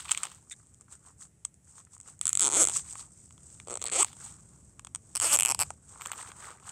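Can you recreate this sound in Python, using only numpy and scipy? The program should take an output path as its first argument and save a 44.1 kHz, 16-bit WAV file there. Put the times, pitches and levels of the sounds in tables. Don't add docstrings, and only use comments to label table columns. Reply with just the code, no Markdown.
import sys
import numpy as np
from scipy import signal
from scipy.fft import rfft, irfft
from scipy.io import wavfile
from scipy.ndimage import uniform_filter1d, map_coordinates

SR = 44100
rng = np.random.default_rng(int(sys.argv[2]) if len(sys.argv) > 2 else 0)


def nominal_scale(level):
    x = np.asarray(level, float) / 20
    return 10 ** x


def store_pcm(level_fs):
    pcm = np.round(np.clip(level_fs, -1, 1) * 32767).astype(np.int16)
    wavfile.write(sys.argv[1], SR, np.atleast_2d(pcm).T)


N = 295931


def zipper():
    # time_s, brace_db, wall_pitch_ratio
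    grips = [
        [(2.21, -21, 1.1), (2.4, -15, 1.01), (2.44, 1, 1.2), (2.49, 6, 1.15), (2.55, 2, 1.3), (2.58, 9, 0.76),
         (2.625, 8, 0.8), (2.655, -2.5, 0.88), (2.72, 4, 1.3)],
        [(3.67, 5.5, .55), (3.72, 8, .55), (3.77, 0, 0.84), (3.85, -2, .58), (3.92, 1.5, .5), (3.96, 5, 0.69),
         (4, 2, 1.02), (4.022, 3, 1.6), (4.05, -4, 1.04)],
        [(5.15, -2, 1.3), (5.2, -11, 1.2), (5.24, 8, 0.69), (5.28, 0.5, .95), (5.36, -0.5, .85),
         (5.43, -6, 1.12), (5.5, 5, 1.35), (5.6, 5, 1.2), (5.64, 5, .95)],
    ]
    # time_s, tape_db, second_tape_db, slider_ring_db, pitch_ratio
    tape_lies = [
        [(2.21, -12, -3, -14, 1.), (2.3, -11, -1, -14, 1.), (2.4, -11, 3, -10, 1.), (2.46, -3, 3, 2, 1.),
         (2.5, 3, -1, -3, 1.1), (2.55, -2, 5, -4, 1.), (2.6, -4, 0, -2, 1.), (2.65, -8, 1, -6, .95),
         (2.72, -8, 2, -10, .95)],
        [(3.67, -5, -3, -1, 1.1), (3.72, -5, -1, 1, .95), (3.77, -6, 3, -6, .9), (3.82, -3, 6, -12, .95),
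         (3.87, 0, 7, -12, 1.), (3.92, 1, 2, -6, 1.), (3.97, 3, 2, 2, 1.1), (4.01, 1.5, -1, -2, 1.2),
         (4.05, 1, -3, -8, 1.)],
        [(5.15, -4, 2, -14, 1.), (5.21, -4, 1, -12, 1.), (5.25, -8, 0, -5, .95), (5.29, 3, -8, 0, .98),
         (5.35, 2, -9, 1, .96), (5.44, 8, -9, 1, 1.), (5.49, 6, 6, 4, 1.), (5.55, 4, 6, 7, .95),
         (5.63, 2, 7, 7, .92)],
    ]
    # pitch_hz, level_db (per Hz)
    snap_colours = [
        [(2820, -78), (5000, -23), (7470, -0.5), (8000, 1), (8740, -3), (9850, -13), (14900, -40), (16700, -54)],
        [(2820, -44), (5000, -21), (8210, 5.5), (8920, -4.5), (9800, -17), (14300, -37), (16000, -45),
         (16700, -78)],
        [(2820, -30), (4800, -25), (6590, -10.5), (8210, 3), (9400, -14), (15200, -39), (16000, -35),
         (16700, -71)],
    ]
    # pitch_hz, width_hz
    case_modes = [
        [(366, 320), (753, 340), (1335, 430), (2250, 800), (3350, 1600), (6500, 1200)],
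        [(400, 260), (790, 340), (1240, 380), (2400, 1400), (4300, 1300), (5600, 1800)],
        [(340, 750), (670, 420), (1250, 1000), (2800, 640), (5300, 1800), (11000, 3200)],
    ]
    # thump_db, wall_db, shell_db, tape_db, second_tape_db, slider_ring_db
    mean_knocks = [
        (-20, -21, -17.5, -23.5, -16.5, -8),
        (-20, -11, -20, -13, -20, -16),
        (-25, -16.5, -16, -13, -14.5, -18.5),
    ]
    slides = [
        (-36, -52.5, .3, .3, .4),
        (-35, -58, .35, .35, .2),
        (-38, -53, .45, .45, .1),
    ]
    grip_share = (.9, 1.07, .25, -.2, -0.037, 0)
    lag_share = 0.39
    hiss_power = 1.96
    out, t = 0, np.arange(N) / SR
    teeth = slider_teeth()
    pulls = zip(grips, tape_lies, mean_knocks, slides, snap_colours, case_modes)
    for grip, tape, knock_db, slide, snap, case in pulls:
        hiss_db, drag_db, burst_ms, rough, chatter = slide
        in_pull = abs(teeth[:, 0] - grip[4][0]) < .5
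        s, db = teeth[in_pull].T
        brace_db, stretch = in_time(grip, s)
        case_db = np.c_[list(knock_db)] + np.outer(grip_share, brace_db) - lag_share * (db - db.mean())
        *tape_db, bow = in_time(tape, s)
        case_db[3:] += tape_db
        pitch_ratios = (1, stretch, 1, bow, bow, 1)
        modes = [(hz * ratio, width_hz) for (hz, width_hz), ratio in zip(case, pitch_ratios)]
        out = out + knocks(s, db + .4, case_db, snap, modes, burst_ms, rough, chatter,
                           detune=.022, rattle=.06, rattle_ms=1.3)
        passed = np.bincount((s * SR).astype(int), minlength=N) * SR / 300.
        speed = np.maximum(uniform_filter1d(uniform_filter1d(passed, size=700), size=700), 0)
        moving = (t > s.min()) & (t < s.max())
        flutter_db = 2 * drift(150)
        strain_db = drag_db + 4 * drift(30)
        friction = nominal_scale(hiss_db) * speed ** hiss_power + nominal_scale(strain_db) * moving
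        rub = rng.standard_normal(N) * nominal_scale(flutter_db) * friction
        out = out + through(rub, response(snap) + 0.28 * resonance(*case[3], passes=1))
    return out


def slider_teeth():
    # time_s, level_db
    creep_first = [(2.213, -11.5), (2.2372, -35), (2.2552, -9), (2.2689, -9), (2.2793, -9.5), (2.2927, -8),
                   (2.3045, -34), (2.3301, -8.5), (2.3505, -32), (2.3529, -8), (2.3731, -7), (2.3895, -30),
                   (2.3952, -7), (2.4071, -7), (2.6355, -8), (2.6419, -8), (2.6517, -8), (2.6725, -8.5),
                   (2.6859, -12.5), (2.6971, -15.5), (2.716, -28)]
    creep_second = [(3.673, -32.5), (3.6837, -26.5), (3.6992, -26), (3.7076, -25), (3.7153, -26),
                    (3.724, -29), (3.7299, -25), (3.7405, -22), (3.755, -19), (3.7729, -21), (3.8166, -20),
                    (3.825, -21), (3.8407, -17.5), (3.8557, -19.5), (3.8643, -18.5), (3.8687, -27),
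                    (3.8729, -21), (3.883, -22), (3.8993, -24), (3.9165, -25), (3.9207, -23), (3.9239, -19),
                    (3.9264, -27), (3.9303, -20), (3.9332, -24), (3.936, -17), (3.9388, -30), (3.9429, -19),
                    (3.9491, -19), (4.0463, -12.5)]
    creep_third = [(5.1528, -18), (5.1584, -15.5), (5.1684, -16), (5.1753, -16.5), (5.2, -11.5),
                   (5.2121, -16.5), (5.219, -12.5), (5.2235, -15), (5.2275, -14), (5.233, -16),
                   (5.2363, -16), (5.2398, -18), (5.3617, -10.5), (5.3721, -14.5), (5.3892, -8.5),
                   (5.3988, -8.5), (5.408, -9), (5.4223, -10.5), (5.4326, -8), (5.4506, -10.5), (5.459, -7),
                   (5.4682, -18), (5.4756, -20), (5.4839, -17), (5.4904, -15), (5.4994, -14), (5.5058, -14),
                   (5.5132, -12), (5.5208, -13), (5.5474, -16), (5.5915, -15.5), (5.5978, -31),
                   (5.6004, -14.5), (5.6064, -14), (5.6121, -13), (5.6175, -12), (5.6245, -14.5),
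                   (5.6326, -22)]
    # time_s, level_db
    runs = [
        [(2.4162, -8.5), (2.437, -10), (2.4718, -10.5), (2.4892, -16)],
        [(2.5001, -19), (2.5081, -21), (2.5304, -14.5), (2.5537, -14), (2.5719, -12), (2.5858, -14.5),
         (2.5983, -11), (2.614, -8), (2.6299, -7)],
        [(3.9543, -18), (3.9696, -18), (3.9769, -24), (3.9827, -19), (3.9942, -14.5), (4.0044, -11.5),
         (4.0141, -13.5), (4.0297, -9)],
        [(5.2431, -17), (5.2514, -18), (5.2625, -14.5), (5.2752, -16), (5.2854, -22), (5.3005, -20.5),
         (5.328, -12), (5.3417, -10), (5.3555, -9.5)],
    ]
    run_counts = [
        [0, 4, 9, 11],
        [0, 1, 4, 8, 12, 16, 20, 25, 29],
        [0, 4, 6, 8, 12, 16, 20, 25],
        [0, 4, 8, 12, 15, 20, 28, 32, 36],
    ]
    running = [run_teeth(run, count) for run, count in zip(runs, run_counts)]
    return np.concatenate([creep_first, creep_second, creep_third] + running)


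def run_teeth(run, count):
    knots = np.pad(np.c_[run, count], ((2, 2), (0, 0)), mode="reflect", reflect_type="odd")
    path = np.linspace(2, len(run) + 1, num=400)
    s, db, tooth = [map_coordinates(column, [path], order=3) for column in knots.T]
    whole = np.arange(count[-1] + 1)
    even = np.c_[np.interp(whole, tooth, s), np.interp(whole, tooth, db)]
    return even + rng.standard_normal((len(whole), 2)) * [.0001, 1.3]


def knocks(s, db, case_db, snap, case, burst_ms, rough, chatter, detune, rattle, rattle_ms):
    at, size = np.round(s * SR).astype(int), 300
    tick = response(snap)[:300]
    grain = signal.lfilter([.8], [1, -.6], rng.standard_normal((len(s), size)), axis=0)
    burst = rough * grain * np.exp(-np.arange(size) / (burst_ms * SR / 1000))
    burst[:, 0] = 1
    burst[:, [5, 11]] += chatter
    shaped = signal.oaconvolve(burst, tick[None], axes=1)
    energy = nominal_scale(db) / abs(tick).max()
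    shaped *= (energy / np.linalg.norm(shaped, axis=1))[:, None]
    out = np.zeros(N + 4096)
    np.add.at(out, at[:, None] + np.arange(shaped.shape[1]), shaped)
    wander = np.transpose([drift(6)[at] for _ in case])
    bend = np.exp(detune * (rng.standard_normal((len(s), len(case))) + wander))
    case_db = case_db + 1.3 * (rng.standard_normal(bend.shape) + wander[:, ::-1]).T
    body = np.zeros((len(s), 2048))
    for k, (hz, width_hz) in enumerate(case):
        mode_hz = hz * bend[:, k]
        for i in range(len(s)):
            gain = energy[i] * nominal_scale(case_db[k][i]) * (-1) ** k
            body[i] += gain * resonance(mode_hz[i], width_hz)
    push = rattle * rng.standard_normal((len(s), size)) * np.exp(-np.arange(size) / (rattle_ms * SR / 1000))
    push[:, 0] = 1
    body = signal.oaconvolve(body, push / np.linalg.norm(push, axis=1)[:, None], axes=1)
    np.add.at(out, at[:, None] + np.arange(body.shape[1]), body)
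    return out[:N]


def pull_tab():
    # time_s, peak_db
    jingles = [
        (0.1146, -52),
        (0.1745, -60),
        (6.0084, -58),
        (6.0182, -52),
        (6.0571, -54),
        (6.1165, -49),
        (6.3016, -72),
    ]
    tab_hz, t60_s = 13510, 0.098
    s, db = np.transpose(jingles)
    hits, t = np.zeros(N), np.arange(SR // 5) / SR
    hits[(s * SR).astype(int)] = nominal_scale(db)
    return through(hits, np.sin(2 * np.pi * tab_hz * t) * nominal_scale(-60 * t / t60_s))


def shell_lumps():
    # time_s, peak_db, pitch_hz, length_ms
    before = [(.083, -36, 2580, 3), (.204, -42, 1250, 3), (.472, -61, 1130, 3), (.599, -58, 1380, 3),
              (.882, -50, 1340, 3), (1.207, -54, 1190, 3), (1.22, -50, 1340, 3), (1.4495, -36, 3400, .6),
              (1.673, -59, 1380, 3), (1.755, -56, 980, 3), (1.87, -55, 1310, 4), (2.001, -54, 1360, 2),
              (2.059, -54, 1230, 3), (2.084, -51, 1100, 3)]
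    # time_s, peak_db, pitch_hz, length_ms
    between = [(2.303, -45, 1360, 2), (2.761, -34, 1060, 2), (3.6002, -33, 2240, .5), (3.76, -38, 600, 1.5),
               (3.848, -36, 600, 1.5), (3.868, -35, 2300, 1.5), (3.877, -37, 2100, 1.5),
               (3.893, -36, 1900, 1.5), (4.206, -46, 1330, 2), (4.869, -42, 2580, 1.5),
               (5.7048, -28, 800, .9)]
    # time_s, peak_db, pitch_hz, length_ms
    after = [(5.907, -55, 929, 4), (5.929, -53, 856, 4), (5.957, -41, 1000, 3), (5.997, -43, 1030, 4),
             (6.0105, -33, 969, 1.5), (6.017, -38, 2750, 2), (6.059, -36, 2800, 2), (6.084, -41, 1700, 1.5),
             (6.094, -41, 1900, 1.5), (6.103, -39, 1100, 2), (6.118, -33, 1800, 2), (6.124, -36, 2900, 3),
             (6.136, -38, 2300, 2), (6.155, -46, 1090, 3), (6.19, -38, 1050, 4), (6.211, -33, 1550, .8),
             (6.23, -39, 1080, 2), (6.245, -45, 1400, 3), (6.26, -41, 1220, 4), (6.274, -43, 2200, 5),
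             (6.301, -41, 1220, 3), (6.304, -46, 2400, 3), (6.363, -50, 1360, 4), (6.402, -43, 1320, 2),
             (6.421, -44, 1660, 4), (6.432, -44, 1400, 4), (6.444, -37, 1500, 2), (6.469, -42, 1340, 3),
             (6.482, -44, 1300, 3), (6.497, -42, 1500, 2), (6.504, -42, 1100, 3), (6.513, -42, 1350, 3),
             (6.523, -43, 1150, 3), (6.584, -50, 1410, 4), (6.625, -54, 1140, 4), (6.653, -50, 1040, 4),
             (6.669, -44, 950, 4), (6.678, -41, 1150, 4)]
    level_db, width_share, rise_share = -1.5, .55, .3
    out, ms = np.zeros(N + 4096), np.arange(-100, 1400) * 1000 / SR
    rows = np.concatenate([before, between, after])
    noises = rng.standard_normal((len(rows), len(ms)))
    for (s, db, hz, length_ms), noise in zip(rows, noises):
        fade_ms = np.clip(length_ms, .3, 12)
        puff = noise * np.exp(-abs(ms) / np.where(ms < 0, rise_share, 1) / fade_ms)
        ring = signal.fftconvolve(puff, resonance(hz, width_share * hz)[:600])
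        start = max(round(s * SR) - 100, 0)
        out[start:start + len(ring)] += nominal_scale(db + level_db) * ring / abs(ring).max()
    return out[:N]


def fingers():
    # pitch_hz,
    # level_db (per Hz)
    rub_colour = [(2710, -52.5), (4600, -17), (5310, -12.5), (8280, 6.5), (10300, -20.5), (14900, -37.5),
                  (15900, -48), (16500, -58.5)]
    bright, shell, weave = strokes()
    crackle = (rng.random(N) < 250 / SR) * nominal_scale(2.9 * np.minimum(rng.exponential(1, N), 4))
    bursts = 1 + signal.lfilter([1], [1, -.97], crackle)
    out = 0
    for gain, h in ((bright, response(rub_colour)), (weave, resonance(2740, 2800, passes=1))):
        slips = rng.standard_normal(N) * bursts * nominal_scale(1.14 * drift(41))
        out = out + gain * through(rms_one(slips), h)
    # pitch_hz, level_db
    patches = [(380, -8.5), (850, -4), (1150, -1.5), (1400, -6), (1850, -17.0)]
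    for hz, db in patches:
        slips = rng.standard_normal(N) * bursts * nominal_scale(4 * drift(25.5))
        out = out + shell * nominal_scale(db) * through(rms_one(slips), resonance(hz, 430))
    out = out + weave * nominal_scale(-3.5) * crunch()
    s, db, shell_db, tape_db = touches()
    ticks = knocks(s, db, [shell_db, tape_db], rub_colour, [(1080, 720), (2800, 1640)], burst_ms=0.99, rough=0.13,
                   chatter=.15, detune=.045, rattle=.11, rattle_ms=1.8)
    return out + room(ticks)


def strokes():
    # peak_s, fade_s (to fade by 20 dB), level_db, shell_press_db
    rubs = [(.38, 0.3, -65, -2), (.52, 0.02, -39, -25.5), (.6, 0.27, -65, -2), (.82, 0.02, -58, 2),
            (0.931, 0.04, -47.5, 3.5), (1.072, .09, -58.5, 5), (1.227, 0.0472, -46, -6.5),
            (1.7, 0.05, -55.5, -4.5), (1.781, 0.07, -53, 2), (1.94, 0.03, -48.5, -7),
            (2.089, 0.07, -49.5, -0.5), (2.7, 0.0531, -44, 3), (2.758, 0.0743, -29.5, -10),
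            (2.9, 0.14, -44, -5), (2.999, 0.0752, -41.5, -5.5), (3.2, .2, -56.5, -7.5),
            (3.52, 0.28, -53.5, -5.5), (4.256, 0.1445, -44, 0), (4.5, .5, -61.5, 0.5), (5.12, 0.23, -59, 0),
            (5.66, 0.12, -51.5, -3.5), (5.921, .12, -52.5, 0), (6.05, 0.13, -49.5, 10),
            (6.196, 0.0945, -44, 8.5), (6.28, .08, -50, 11), (6.37, .03, -52.5, 0), (6.45, 0.13, -47.5, 11),
            (6.519, .07, -56, 13), (6.685, .08, -47.5, 9)]
    # peak_s, fade_s (by 20 dB), level_db, shell_press_db
    scuffs = [
        (.001, 0.045, -43, -3.5),
        (.055, .06, -52, 2),
        (.09, 0.06, -49.5, 4),
        (0.119, 0.054, -41.5, -2),
        (.185, 0.0947, -49.5, 4),
        (.246, 0.08, -49, 6.5),
        (.32, 0.12, -59, 8.5),
        (4.07, 0.14, -53, 0),
    ]
    rise_share, roundness = 0.93, 1.255
    rest_db = -74.5
    t = np.arange(0, N + 64, 64) / SR
    s, fade_s, db, press_db = np.transpose([*scuffs, *rubs])[:, :, None]
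    from_peak_s = np.where(t < s, (s - t) / rise_share, t - s)
    fade_db = 20 * (from_peak_s / fade_s) ** roundness
    shell_db = db - .85 * fade_db - 16 + press_db
    db = db - fade_db
    weave_db = 1.28 * (db + 50) - 50.5 - 15 + 0.58 * press_db
    weave_db[:len(scuffs)] += 11
    sums = [np.linalg.norm(nominal_scale(layer_db), axis=0) for layer_db in (db, shell_db, weave_db)]
    bright, shell, weave = [np.interp(np.arange(N) / SR, t, gain) for gain in sums]
    return bright + nominal_scale(rest_db), shell + nominal_scale(rest_db - 15), weave


def crunch():
    per_s = 500
    sizes = nominal_scale(4.4 * np.minimum(rng.exponential(1, N), 4))
    snaps = (rng.random(N) < per_s / SR) * sizes * rng.choice([-1, 1], N)
    dealt = rng.integers(0, 8, N)
    out = 0
    for k, hz in enumerate(np.geomspace(850, 4300, num=8)):
        out = out + through(snaps * (dealt == k), resonance(hz, .3 * hz))
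    return rms_one(out)


def touches():
    # time_s, peak_db, body_db (against the peak), hardness_db
    taps = [(1.4511, -13, -25, -1), (.8103, -34, -13, -19), (1.781, -37.5, 0, -29), (1.966, -46, -1, -26),
            (2.955, -31.5, 0.5, -12), (3.3076, -44, -5.5, 4.5), (3.379, -43, -4, -3),
            (3.6007, -33.5, -9, 1.5), (4.1305, -35.5, -7, 1.5), (4.7949, -29.5, -7, -3),
            (4.8483, -26.5, -15, 3), (4.8706, -30, -8.5, 1), (4.949, -15.5, -19, 3), (4.9586, -20, -21, 6),
            (5.705, -22, -9, -5), (6.0109, -31, -7, 2), (6.0193, -27, 0, -4), (6.0546, -32, 4, -8),
            (6.0588, -22.5, 0, -7.5), (6.0832, -39, -5, -5), (6.0977, -32, -5.5, -22),
            (6.1172, -17.5, -3, -7.5), (6.1327, -33, 5, -7), (6.3179, -33.5, 0, -5),
            (6.5996, -42.5, 1.5, -14), (6.6925, -24.5, -14, 3)]
    # time_s, peak_db, body_db (against the peak)
    fumbles = [(.0058, -32, -19), (.053, -35.5, -2), (.0571, -31.5, -2.5), (0.0902, -27, -8),
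               (.094, -28, -1.5), (.1102, -15.5, -13), (0.1142, -15.5, -11.5), (0.1173, -4, -19.5),
               (.1251, -17, -21), (.1484, -23, -5.5), (0.1751, -14, -12.5), (.1812, -28.5, -8),
               (.2332, -12.5, -11.5), (0.2374, -19.5, -10), (0.253, -23, -5.5), (.2695, -33.5, -3),
               (.3168, -34.5, -5.5)]
    # time_s, peak_db
    nails = [(0.3478, -36), (.498, -31), (.6698, -44), (0.7401, -42.5), (.7449, -40.5), (.93, -37.5),
             (1.212, -33), (1.4493, -28), (1.5423, -41), (1.8502, -38), (1.9798, -37), (2.0016, -30),
             (2.0119, -31.5), (2.0312, -42), (2.192, -35.5), (3.3253, -38.5), (6.0714, -22), (6.6955, -28)]
    fumble_hard_db, nail_body_db, nail_hard_db = 2, -27, 3
    rows = [*taps]
    rows += [(*fumble, fumble_hard_db) for fumble in fumbles]
    rows += [(*nail, nail_body_db, nail_hard_db) for nail in nails]
    s, db, body_db, hard_db = np.transpose(rows)
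    return s, db, body_db, body_db + hard_db


def skin():
    # (pitch_hz, width_hz)
    squeak_cue = (.507, 0.543, -53, [(1950, 750), (3620, 400)])
    # start_s, end_s, slips_per_s, level_db
    judder_cue = (1.051, 1.112, 94, -39)
    t = np.arange(N) / SR
    start, end, db, modes = squeak_cue
    swell = np.sin(np.pi * np.clip((t - start) / (end - start), 0, 1) ** 0.56)
    swell = swell * (1.35 + np.cos(2 * np.pi * 80 * (t - .514)))
    squeak = through(nominal_scale(db) * swell * rng.standard_normal(N), sum(resonance(*mode) for mode in modes))
    start, end, per_s, db = judder_cue
    slips = np.zeros(N)
    slips[(np.arange(start, end, 1 / per_s) * SR).astype(int)] = nominal_scale(db)
    return squeak + through(slips, resonance(1030, 540))


def background():
    # time_s, level_db
    rumble_levels = [(0, -60), (0.4, -62.5), (2, -64), (2.6, -54), (3.1, -60), (3.6, -57), (4.3, -57.5),
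                     (4.9, -58.5), (5.3, -56.5), (5.62, -51.5), (5.8, -60), (6.7, -60.5)]
    # pitch_hz, level_db (per Hz)
    rumble_colour = [(21, -29.5), (35, -16), (75, 2.5), (180, -4), (228, -10.5), (474, -20.5), (900, -29),
                     (1760, -120)]
    # pitch_hz, level_db (per Hz)
    hiss_colour = [(350, -49), (600, -16), (1920, -8), (4610, -18.5), (7910, -1.5), (10000, -8),
                   (14600, -39), (16500, -36)]
    # time_s, pitch_hz
    whine_path = [(.15, 14160), (.42, 14270), (.65, 14140), (.9, 14390), (1.12, 14250), (1.4, 14420),
                  (1.7, 14230), (1.9, 14460), (2.2, 14270), (2.9, 14450), (3.3, 14230), (4.4, 14260),
                  (5.0, 14500), (5.9, 14370), (6.35, 14510), (6.71, 14430)]
    t = np.arange(N) / SR
    rumble = through(rng.standard_normal(N), response(rumble_colour, size=16384))
    rumble = nominal_scale(in_time(rumble_levels, t)[0]) * rumble
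    hiss = nominal_scale(-74) * through(rng.standard_normal(N), response(hiss_colour))
    hz = uniform_filter1d(in_time(whine_path, t)[0], size=4000) + 30 * drift(30)
    whine = nominal_scale(-90) * np.sin(2 * np.pi * np.cumsum(hz) / SR)
    return rumble + hiss + whine


def room(x):
    t = np.arange(SR // 4) / SR
    h = nominal_scale(-45.5 - 60 * t / 0.11) * rng.standard_normal(len(t)) * (t > .002)
    h[0] = 1
    h[round(.0009 * SR)] += nominal_scale(-12)
    h[round(.0061 * SR)] += nominal_scale(-26)
    return through(x, h)


def response(spectrum, size=2048):
    hz, db = np.transpose(spectrum)
    grid = np.maximum(np.arange(size // 2 + 1) * SR / size, 1)
    cepstrum = irfft(np.interp(np.log(grid), np.log(hz), db) * np.log(10) / 20)
    cepstrum[1:size // 2] *= 2
    cepstrum[size // 2 + 1:] = 0
    return rms_one(irfft(np.exp(rfft(cepstrum)))) / np.sqrt(size)


def resonance(hz, width_hz, passes=2):
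    r, out = np.exp(-np.pi * width_hz / SR), np.eye(1, 2048)[0]
    for _ in range(passes):
        out = signal.lfilter([1, 0, -1], [1, -2 * r * np.cos(2 * np.pi * hz / SR), r * r], out)
    return out / np.linalg.norm(out)


def through(x, h):
    return signal.oaconvolve(x, h)[:N]


def drift(rate):
    r = np.exp(-2 * np.pi * rate / SR)
    return rms_one(signal.lfilter([1], [1, -2 * r, r * r], rng.standard_normal(N + SR))[SR:])


def rms_one(x):
    return x / np.sqrt(np.mean(x ** 2) + 1e-20)


def in_time(rows, s):
    return [np.interp(s, np.array(rows)[:, 0], column) for column in np.transpose(rows)[1:]]


def scene():
    case = room(zipper() + pull_tab() + shell_lumps())
    return (case + fingers() + skin() + background())[None]


def roll_off(x):
    return signal.sosfilt(signal.butter(12, 16810, fs=SR, output="sos"), x)


def record(dry):
    mix = signal.sosfilt(signal.cheby2(12, 60, 16800, fs=SR, output="sos"), dry)
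    return roll_off(mix)


dry = scene()
out = record(dry)
store_pcm(out)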